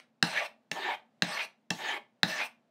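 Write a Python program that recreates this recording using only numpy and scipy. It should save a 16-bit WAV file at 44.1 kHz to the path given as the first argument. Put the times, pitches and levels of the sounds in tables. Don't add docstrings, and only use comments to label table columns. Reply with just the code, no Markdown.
import sys
import numpy as np
from scipy import signal
from scipy.fft import rfft, irfft, next_fast_len
from scipy.io import wavfile
from scipy.ndimage import uniform_filter1d, map_coordinates

SR = 44100
rng = np.random.default_rng(int(sys.argv[2]) if len(sys.argv) > 2 else 0)


def to_linear_factor(level_db):
    exponent = np.asarray(level_db, float) / 20
    return 10 ** exponent


def int16_out(signal):
    q = np.round(np.clip(np.atleast_2d(signal).T, -1, 1) * 32767)
    wavfile.write(sys.argv[1], SR, q.astype(np.int16))


N = 119070
LEAD = SR // 4
M = N + LEAD
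T_S = (np.arange(M) - LEAD) / SR

# hz, db_per_hz
AIR_COLOUR = [(40, -27.5), (120, 0.5), (240, 0), (400, -5.5), (650, -1.5), (1100, -11.5), (3200, -20),
              (16000, -42)]
AIR_DB = -74
HUM_HZ, HUM_WIDTH_HZ, HUM_DB = 231, 24, -74
# hz, t60_s
ROOM_DECAY = [(200, .3), (2000, 0.23), (6000, .2), (14000, 0.17)]
ROOM_DB = -11

# start_s, peak_db, block_thump_db
LANDINGS = [
    (.2262, -2.5, -13),
    (.7133, -13, -17),
    (1.2212, -6, -12.5),
    (1.7036, -9.5, -12),
    (2.2312, -2.5, -15.5),
]
# delay_s, level_db
RETOUCHES = [
    [(.0008, 9), (.019, -35)],
    [(.0021, 9), (.018, -19)],
]
# pitch_hz, level_db, t60_s
STRUCK_MODES = [
    [(809, -10.5, 0.035), (1430, -13, .008), (1644, -4, 0.015), (1790, -4, .012), (2712, -2, .016),
     (3935, -1.5, 0.011), (4194, 0, 0.011), (4850, -4.5, 0.0081), (6270, -23, 0.024), (8870, -17.5, .006)],
    [(650, -16.5, 0.042), (833, -14, 0.048), (1910, -15, 0.029), (1780, -3, 0.021), (2700, -8, 0.038),
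     (3370, -11.5, 0.02), (4030, -8, 0.011), (5480, 8.5, 0.0023), (6690, -8, 0.0039), (9400, -14, 0.0085)],
]
# pitch_hz, level_db, t60_s
BLOCK_MODES = [(150, -9, 0.03), (180.5, -1.5, 0.081), (215, -7.5, 0.081), (305, -9, 0.068),
               (458, -13, 0.043)]

# time_s, rasp_level_db, blade_song_over_rasp_db, rod_drone_over_rasp_db
STROKES = [
    [(.246, -42.5, 1.5, 10), (.31, -45.5, 6.5, -4), (.345, -46.5, 12.5, 8), (.375, -46, 18, 1.5),
     (.42, -54, 18.5, 22.5), (.464, -52.5, 10.5, 6)],
    [(.732, -46, -1, 1), (.76, -49, 5.5, 14.5), (.81, -53.5, 12.5, 12.5), (.85, -53, 19, 15),
     (.9, -55, 20, 19), (.95, -61.5, 20, 16)],
    [(1.24, -46, 12, 12), (1.27, -50.5, 12.5, 4), (1.35, -47.5, 9.5, 11.5), (1.4, -52.5, 22.5, 8),
     (1.43, -49, 10.5, 5), (1.452, -53.5, 8.5, 10.5)],
    [(1.724, -44.5, -10, 6), (1.76, -49, -5, -12), (1.8, -51.5, 9, 12), (1.89, -49.5, 20, 6.5),
     (1.94, -54.5, 18.5, 15.5), (1.975, -59, 16.5, 20.5)],
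    [(2.25, -50.5, -3, 15.5), (2.3, -44, 10, -1.5), (2.35, -48.5, 7.5, 7.5), (2.41, -48, 20.5, 7.5),
     (2.44, -51.5, 15.5, 7.5), (2.463, -49, 1.5, 4.5)],
]
# pitch_hz, width_hz, level_db
RUBBED_MODES = [
    [(657.7, 99, -8.5), (814.6, 210, -4), (1129.5, 27, -12.5), (2690, 40, -4.5), (3200, 220, -30),
     (4150, 100, -4.5), (5267, 740, -4.5), (5860, 190, -9.5), (8180, 300, -15), (8720, 670, -14)],
    [(384, 100, -13.5), (616, 40, -15.5), (845, 175, -2.5), (1093, 76, -15), (3123, 75, -12),
     (3647, 250, -15), (5430, 440, -17), (6600, 600, -9), (9140, 170, -29)],
]
# pitch_hz, width_hz, level_db
BLADE_MODES = [(1706, 150, -8), (1770, 52, 0.5), (1880, 170, -0.5), (2130, 210, 0.5), (2450, 130, 0),
               (2660, 140, -3)]
# stroke_share, centre_hz
SONG_CLIMB = [
    [(0, 1390), (.5, 1648), (.8, 2450), (1, 2700)],
    [(0, 1680), (.62, 1623), (1, 2294)],
]
# pitch_hz, width_hz, level_db
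TIP_FIZZ = [(8880, 900, -9.5), (13600, 1700, -11.5)]
# hz, db_per_hz
GRIT_COLOUR = [(110, -35), (230, -3.5), (1500, -12.5), (4300, -4), (6500, -17), (10000, -20.5),
               (13000, -22.5), (16000, -31.5)]
# hz, db_per_hz
SWELL_COLOUR = [(250, -31), (600, -7), (1300, -8), (2200, -0.5), (3800, -10), (5000, -26.5), (8000, -64)]
GRIT_DB, SWELL_DB = 1.5, -4.5
CLIMB_OCTAVES, CLIMB_FLOOR_DB = .13, -14
TIP_FROM_SHARE, TIP_SONG_DB = 0.82, 1
DRONE_TOP_HZ, SONG_BAND_HZ = 1300, (3000, 4000)
SKIP_S, SKIP_DB = 0.045, -4
LIFT_S = 0.0066
EARLIER_END_S, EARLIER_DB = 0.0015, -49.5
LEAST_WIDTH = .045
MIC_LOW_HZ, MIC_TOP_HZ = 115, 15700


def unit(x):
    return x / np.sqrt(np.mean(x ** 2) + 1e-20)


def along(points, hz):
    point_hz, value = np.transpose(points)
    return np.interp(np.log(hz + 1), np.log(point_hz + 1), value)


def wobble(rate_hz):
    knots = rng.standard_normal(int(M * rate_hz / SR) + 4)
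    return map_coordinates(knots, [np.arange(M) * rate_hz / SR])


def coloured(x, spectrum):
    size = next_fast_len(M + 8192)
    gain = to_linear_factor(along(spectrum, np.fft.rfftfreq(size, 1 / SR)))
    return irfft(rfft(x, size) * gain, size)[:M]


def mode(x, hz, width_hz):
    width_hz = max(width_hz, LEAST_WIDTH * min(hz, 4000))
    b, a = signal.iirpeak(hz, hz / (1.5 * width_hz), SR)
    twice = signal.lfilter(b, a, signal.lfilter(b, a, x))
    return twice / np.sqrt(.75 * np.pi * width_hz / SR)


def air():
    hiss = unit(coloured(rng.standard_normal(M), AIR_COLOUR))
    hum = mode(rng.standard_normal(M), HUM_HZ, HUM_WIDTH_HZ)
    return to_linear_factor(AIR_DB + 1.2 * wobble(8)) * hiss + to_linear_factor(HUM_DB) * hum


def room(x):
    out, step = np.zeros(M + 2 * SR), SR // 16
    for i in range(0, M, step):
        hz, t, z = signal.stft(rng.standard_normal(SR // 2), SR, nperseg=256)
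        decay = to_linear_factor(-60 * t / along(ROOM_DECAY, hz)[:, None])
        tail = signal.istft(z * decay, SR, nperseg=256)[1]
        wet = signal.fftconvolve(x[i:i + step], tail / np.linalg.norm(tail))
        out[i + 200:][:len(wet)] += wet
    return out[:M]


def ring(modes, attack_s):
    t = np.arange(SR // 5) / SR
    tone = 0
    for hz, db, t60_s in modes:
        tone = tone + to_linear_factor(db + rng.normal(0, 0.97) - 60 * t / t60_s) * np.sin(2 * np.pi * hz * t)
    return tone * (1 - np.exp(-t / attack_s))


def click(modes):
    tone = ring(modes, attack_s=.0003)
    n = len(tone)
    crack = to_linear_factor(-60 * np.arange(n) / SR / 0.0085) * rng.standard_normal(n)
    band = signal.butter(2, [1200, 6000], "band", fs=SR, output="sos")
    return tone + 0.97 * signal.sosfilt(band, crack) + .15 * crack


def landings():
    out = np.zeros(M + SR)

    def place(sound, start_s, db):
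        out[LEAD + round(start_s * SR):][:len(sound)] += to_linear_factor(db) * sound

    for k, (start_s, peak_db, thump_db) in enumerate(LANDINGS):
        rod = k % 2
        for delay_s, touch_db in [(0.00025, 0.03)] + RETOUCHES[rod]:
            place(click(STRUCK_MODES[rod]), start_s + delay_s, peak_db + touch_db - 16.5)
        place(ring(BLOCK_MODES, attack_s=.005), start_s + .002, peak_db + thump_db)
    return out[:M]


def patchy(x, depth_db):
    z = signal.stft(x, nperseg=256)[2]
    field = uniform_filter1d(rng.standard_normal(z.shape), size=7, axis=0)
    field = uniform_filter1d(field, size=20, axis=1)
    return unit(signal.istft(z * to_linear_factor(depth_db * unit(field)), nperseg=256)[1][:M])


def scrape(grainy):
    grains = (rng.random(M) < 3000 / SR) * rng.standard_normal(M)
    catches = to_linear_factor(.8 * wobble(150) + .6 * wobble(35))
    return unit((rng.standard_normal(M) + grainy * unit(grains)) * catches)


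def stroke(k, on, grit, swell, drive):
    rod, t = k % 2, T_S[on]
    time_s, level_db, song_db, drone_db = np.transpose(STROKES[k])
    share = (t - time_s[0]) / (time_s[-1] - time_s[0])
    lift = np.exp(-np.maximum(t - time_s[-1], 0) / LIFT_S)
    touch = np.where(t < t[0] + SKIP_S, to_linear_factor(SKIP_DB), 1) * lift
    press = touch * to_linear_factor(np.interp(t, time_s, level_db))
    song, drone = np.interp(t, time_s, song_db), np.interp(t, time_s, drone_db)
    out = press * (to_linear_factor(GRIT_DB) * grit + to_linear_factor(SWELL_DB + song) * swell)

    for hz, width_hz, db in RUBBED_MODES[rod]:
        follow = 0
        if hz < DRONE_TOP_HZ:
            follow = drone
        elif SONG_BAND_HZ[0] < hz < SONG_BAND_HZ[1]:
            follow = song
        gain = to_linear_factor(db + follow + 3.5 * wobble(25)[on])
        out += mode(press * gain * drive, hz, width_hz)

    tip = np.clip((share - TIP_FROM_SHARE) / (1 - TIP_FROM_SHARE), 0, 1)
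    for hz, width_hz, db in TIP_FIZZ:
        gain = np.sqrt(tip) * to_linear_factor(db + 1.8 * wobble(30.76)[on])
        out += mode(press * gain * drive, hz, width_hz)

    centre_hz = np.interp(share, *np.transpose(SONG_CLIMB[rod]))
    for hz, width_hz, db in BLADE_MODES:
        near = np.exp(-.5 * (np.log2(hz / centre_hz) / CLIMB_OCTAVES) ** 2) + to_linear_factor(CLIMB_FLOOR_DB)
        gain = near * to_linear_factor(db - 5.5 + TIP_SONG_DB * tip + song + 2.5 * wobble(40)[on])
        out += mode(press * gain * drive, hz, width_hz)
    return out


def rasp():
    grit = patchy(coloured(scrape(grainy=.3), GRIT_COLOUR), depth_db=5.0)
    swell = unit(coloured(scrape(grainy=0.49), SWELL_COLOUR))
    drive = scrape(grainy=0.76)
    out = to_linear_factor(EARLIER_DB) * (T_S < EARLIER_END_S) * (swell + 0.45 * grit)
    for k, rows in enumerate(STROKES):
        start = LEAD + int(LANDINGS[k][0] * SR)
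        end = min(M, LEAD + int((rows[-1][0] + .12) * SR))
        on = slice(start, end)
        out[on] += stroke(k, on, grit[on], swell[on], drive[on])
    return out


def scene():
    knife = rasp() + landings()
    return (knife + to_linear_factor(ROOM_DB) * room(knife) + air())[None, LEAD:]


def band_limit(x):
    return signal.sosfilt(signal.butter(12, 16820, fs=SR, output="sos"), x)


def record(dry):
    low_cut = signal.butter(4, MIC_LOW_HZ, "high", fs=SR, output="sos")
    top_cut = signal.ellip(8, 1, 60, MIC_TOP_HZ, fs=SR, output="sos")
    mix = signal.sosfilt(top_cut, signal.sosfilt(low_cut, dry))
    return band_limit(mix)


dry = scene()
out = record(dry)
int16_out(out)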